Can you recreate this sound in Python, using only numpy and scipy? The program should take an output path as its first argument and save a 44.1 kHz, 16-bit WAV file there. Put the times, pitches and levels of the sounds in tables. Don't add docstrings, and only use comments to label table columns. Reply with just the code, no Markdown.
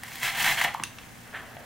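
import sys
import numpy as np
from scipy import signal
from scipy.fft import rfft, irfft, next_fast_len
from scipy.io import wavfile
from scipy.ndimage import map_coordinates

SR = 44100
rng = np.random.default_rng(int(sys.argv[2]) if len(sys.argv) > 2 else 0)


def pcm_store(signal):
    levels = np.round(np.clip(np.atleast_2d(signal), -1, 1) * 32767)
    wavfile.write(sys.argv[1], SR, levels.astype(np.int16).T)


N = 72765

# [f/Hz, width/Hz, gain/dB]
CUTTER_MODES = [(1473, 210, -6), (1810, 210, -4.5), (1845, 29, 0), (1918, 20.5, 0.5), (2012, 57, 2.5),
                (2163, 290, -4.5), (2670, 220, -7), (2935, 150, -7), (3146, 67, -4), (3332, 156, -7),
                (3504, 160, -10.5), (3930, 370, -14), (4373, 116, -18.5)]
BOARD_MODES = [(660, 17, -7), (786.3, 42.4, 3.5), (908, 59, -2), (998, 137, -1.5), (1230, 47, -8.5)]
# [f/Hz, gain/dB]
FIBRE_COLOUR = [(300, -4.5), (1500, -2.5), (3500, 2), (5000, 0.5), (6500, 1), (9500, -1), (11500, -2),
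                (15500, -1)]
# [f/Hz, coherence]
ROOM_COHERENCE = [(150, 0.25), (1000, 0.93), (2200, 1), (4500, 0.66), (8000, 0.084), (15000, 0.093)]
BUNDLES_PER_S = 110


def cutting():
    # [t/s, relative level/dB]
    push = [(0.0, -58), (0.004, -53), (0.03, -48), (0.048, -42), (0.05, -44.5), (0.204, -41.5),
            (0.222, -35), (0.233, -26.5), (0.297, -27), (0.323, -35.5), (0.425, -23), (0.433, -30),
            (0.445, -21), (0.525, -25), (0.55, -31), (0.565, -38), (0.579, -24.5), (0.611, -24.5),
            (0.615, -22.5), (0.635, -30.5), (0.643, -20.5), (0.731, -48.5), (0.741, -38), (0.78, -55)]
    # [f/Hz, gain/dB]
    thud_colour = [(40, -1), (90, -11), (140, 10), (200, -22.5), (300, -11), (385, -14), (480, -29),
                   (600, 0.5), (1200, -37)]
    edge_s, edge_width_s, edge_rise_db = 0.705, 0.051, 11
    fibres = grains(rate=6000, spread_db=6) * amp(1.24 * wobble(BUNDLES_PER_S))
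    push_db = curve(push)
    edge_db = edge_rise_db * np.exp(-((np.arange(N) / SR - edge_s) / edge_width_s) ** 2)
    cutter = amp(push_db - 3) * unit(ringing(fibres, CUTTER_MODES))
    board = amp(push_db - 12 + edge_db) * unit(ringing(fibres, BOARD_MODES))
    thud_db = -44 + 1.28 * (push_db - push_db.max())
    thud = amp(thud_db) * unit(coloured(fibres, thud_colour))
    low_cut = signal.butter(4, 520, 'highpass', fs=SR, output='sos')
    return signal.sosfilt(low_cut, cutter + board) + thud


def fibre_hiss():
    # [t/s, relative level/dB]
    fizz_level = [(0.0, -48.5), (0.026, -47.5), (0.036, -44), (0.046, -45), (0.2, -39), (0.222, -36.5),
                  (0.233, -29), (0.279, -29.5), (0.331, -40), (0.391, -29), (0.487, -25.5), (0.55, -33),
                  (0.56, -38), (0.6, -26.5), (0.61, -37), (0.618, -28.5), (0.632, -32.5), (0.644, -20.5),
                  (0.656, -58), (0.736, -52), (0.74, -51.5)]
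    fizz = grains(rate=8200, spread_db=4.5) * amp(1.5 * wobble(BUNDLES_PER_S))
    return amp(curve(fizz_level) - 4.5) * unit(coloured(fizz, FIBRE_COLOUR))


def snaps():
    # [t/s, level/dB, crack over ring/dB]
    breaks = [(.0348, -26, 0.5), (0.082, -35, -2), (0.119, -35, 1.5), (0.1567, -33.5, 7.5),
              (.2305, -19.5, -5), (.4445, -15, -6), (.463, -15.5, -6), (.483, -18.5, -3),
              (.495, -14.5, -25), (0.6138, -11, -11), (.6468, -19, -7), (0.743, -38, 9.5)]
    # [f/Hz, width/Hz, gain/dB]
    kick_modes = [(1920, 150, 0), (2750, 300, -13)]
    out = np.zeros(N)
    for s, db, crack_db in breaks:
        cutter = peaked(ringing(impulse(s), kick_modes))
        board = amp(-10) * peaked(ringing(impulse(s), BOARD_MODES))
        crack = amp(crack_db) * peaked(coloured(burst(s, t60=0.013), FIBRE_COLOUR))
        out += amp(db) * (cutter + board + crack)
    return out


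def knocks():
    # [t/s, level/dB, f/Hz, cutter over wood/dB]
    contacts = [(.6485, -21.5, 737, -7), (.7473, -18, 952, -20), (.7982, -23.5, 1016, -9),
                (.827, -32, 1060, -9), (1.5675, -32.5, 660, -5), (1.606, -42, 556, -12)]
    out = np.zeros(N)
    for s, db, hz, cutter_db in contacts:
        ring = ringing(impulse(s), [(hz, 0.32 * hz, 0)])
        wood = peaked(ringing(ring, [(hz, 0.35 * hz, 0)]))
        cutter = amp(cutter_db) * peaked(ringing(impulse(s), CUTTER_MODES))
        out += amp(db) * (wood + cutter)
    return out


def guard_click():
    # [f/Hz, width/Hz, gain/dB]
    guard_modes = [(1600, 230, 0), (2190, 180, -2), (2720, 140, 2), (3400, 300, 0.5), (3860, 530, -1.5),
                   (5660, 510, 2), (6360, 260, 1.5), (8430, 350, -3), (10180, 320, -3)]
    # [f/Hz, gain/dB]
    crack_colour = [(500, -23), (1500, -15), (4000, 6), (10000, -4.5), (12500, -2), (16000, -4.5)]
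    click_s = 0.8363
    ring = amp(-13) * peaked(ringing(burst(click_s, t60=0.006), guard_modes))
    crack = amp(-23) * peaked(coloured(burst(click_s, t60=0.01), crack_colour))
    return room(ring, wet_db=-8) + room(crack, wet_db=1)


def slide():
    # [t/s, relative level/dB]
    rasp_level = [(1.22, -59), (1.244, -60), (1.276, -49), (1.32, -60), (1.346, -36), (1.38, -39.5),
                  (1.414, -49.5), (1.55, -54), (1.65, -55)]
    scuff_level = [(1.22, -52), (1.322, -49.5), (1.34, -41.5), (1.562, -48), (1.566, -50), (1.65, -48.5)]
    # [f/Hz, gain/dB]
    rasp_colour = [(300, -39), (900, -14), (1500, 3), (1800, 5), (2300, -6), (3200, -7.5), (4200, -21),
                   (8000, -64), (16000, -55)]
    scuff_colour = [(200, -8), (450, 2.5), (750, 4), (1100, 2), (1600, -7.5), (4000, -81)]
    rasp = unit(coloured(grains(rate=3300, spread_db=4), rasp_colour))
    scuff = unit(coloured(grains(rate=4400, spread_db=1.5), scuff_colour))
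    return amp(curve(rasp_level) + 1) * rasp + amp(curve(scuff_level) - 5.5) * scuff


def bumps():
    # [t/s, peak level/dB]
    contacts = [(0.484, -41), (.645, -36.5), (.8, -37), (1.071, -47), (1.567, -44.5)]
    # [f/Hz, width/Hz, gain/dB]
    low_modes = [(132, 17, -2.5), (228, 37, -6.5), (320, 29, -3.5), (532, 30, -14)]
    return sum(amp(db) * peaked(ringing(impulse(s), low_modes)) for s, db in contacts)


def ticks():
    # [t/s, peak level/dB]
    events = [(0.9852, -28.5), (1.0345, -40)]
    # [f/Hz, gain/dB]
    colour = [(300, -33), (1300, -7), (2600, 3.5), (3600, -5.5), (6500, -15.5), (10000, -30), (16000, -33)]
    return sum(amp(db) * peaked(coloured(burst(s, t60=0.013), colour)) for s, db in events)


def finger_brush():
    # [t/s, level/dB]
    level = [(0, -100), (.97, -83.5), (1.04, -60), (1.2, -60), (1.45, -65), (1.56, -88)]
    # [f/Hz, gain/dB]
    colour = [(1000, -8), (4000, 3), (9500, 7), (12000, -5), (16000, -9)]
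    rustle = coloured(rng.standard_normal((2, N)), colour)
    return amp(curve(level)) * unit(spread(rustle, ROOM_COHERENCE))


def room(x, wet_db):
    # [f/Hz, T60/s]
    tail_t60 = [(150, 0.64), (1000, 0.35), (4000, 0.34), (8000, 0.38), (15000, 0.26)]
    early_delay_s, early_t60_s, early_db = 0.0018, 0.039, 1.5
    hz, t, noise = signal.stft(rng.standard_normal((2, SR // 2)), SR, nperseg=256)
    late = amp(-60 * t / along(tail_t60, hz)[:, None])
    early = amp(early_db - 60 * t / early_t60_s)
    echoes = signal.istft(noise * (late + early), SR)[1]
    arrived = np.arange(echoes.shape[1]) / SR > early_delay_s
    echoes = spread(echoes * arrived, ROOM_COHERENCE)
    wet = signal.fftconvolve(x[None], echoes / np.linalg.norm(echoes[0]), axes=1)[:, :N]
    return x + amp(wet_db) * wet


def room_tone():
    # [f/Hz, gain/dB]
    air_colour = [(15, -18), (25, -9.5), (123, -0.5), (149, -4.5), (229, -1.5), (354, -14), (416, -42),
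                  (451, -13.5), (962, -16.5), (1160, -15.5), (1480, -17.5), (2690, -18), (3620, -31),
                  (14400, -31), (16000, -40)]
    # [f/Hz, coherence before clipping to +-1]
    air_coherence = [(60, 0.53), (180, 0.64), (550, -0.13), (1650, -1.03), (4970, -2.3), (15000, -2)]
    # [f/Hz, level/dB]
    harmonics = [(119.5, -59.5), (239.5, -62)]
    air = unit(spread(coloured(rng.standard_normal((2, N)), air_colour), air_coherence))
    t = np.arange(N) / SR
    hum = sum(amp(db) * unit(np.sin(2 * np.pi * hz * t + 0.3 * wobble(6.34))) for hz, db in harmonics)
    return amp(-50.5) * air + hum


def amp(db):
    return 10 ** (np.asarray(db) / 20)


def unit(x):
    return x / np.sqrt(np.mean(x ** 2) + 1e-20)


def peaked(x):
    return x / np.abs(x).max()


def along(points, hz):
    f, values = np.transpose(points)
    return np.interp(np.log(hz + 1), np.log(f + 1), values)


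def curve(points):
    return np.interp(np.arange(N) / SR, *np.transpose(points))


def wobble(rate):
    return map_coordinates(rng.standard_normal(N // 10), [np.arange(N) * rate / SR])


def filtered(x, response):
    size = 2 * next_fast_len(N)
    return irfft(rfft(x, size) * response(np.fft.rfftfreq(size, 1 / SR)), size)[..., :N]


def ringing(x, modes):
    def response(f):
        return sum((-1) ** k * amp(db) * 1j * f * width / (hz * hz - f * f + 1j * f * width)
                   for k, (hz, width, db) in enumerate(modes))
    return filtered(x, response)


def coloured(x, points):
    def response(hz):
        cepstrum = irfft(np.log(amp(along(points, hz))))
        return np.exp(rfft(2 * cepstrum[:len(cepstrum) // 2], len(cepstrum)) - cepstrum[0])
    return filtered(x, response)


def spread(pair, coherence):
    def mid_side_gains(hz):
        angle = np.arccos(np.clip(along(coherence, hz), -1, 1)) / 2
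        return np.array([np.cos(angle), np.sin(angle)])
    mid, side = filtered(pair, mid_side_gains)
    return np.array([mid + side, mid - side])


def impulse(s):
    return 1. * (np.arange(N) == round(s * SR))


def burst(s, t60):
    t = np.arange(N) / SR - s
    return (t >= 0) * amp(-60 * np.abs(t) / t60) * rng.standard_normal(N)


def grains(rate, spread_db):
    hits = (rng.random(N) < rate / SR) * rng.choice([-1, 1], N)
    sizes = amp(spread_db * np.clip(rng.standard_normal(N), -2, 2))
    return unit(hits * sizes)


def scene():
    cut = room(cutting(), wet_db=-6) + room(fibre_hiss(), wet_db=-3.5) + room(snaps(), wet_db=-6)
    contacts = room(knocks() + bumps() + ticks(), wet_db=-3.5)
    handling = contacts + guard_click() + room(slide(), wet_db=-10) + finger_brush()
    return cut + handling + room_tone()


def record(dry):
    return filtered(dry, lambda hz: hz < 15800)


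dry = scene()
out = record(dry)
pcm_store(out)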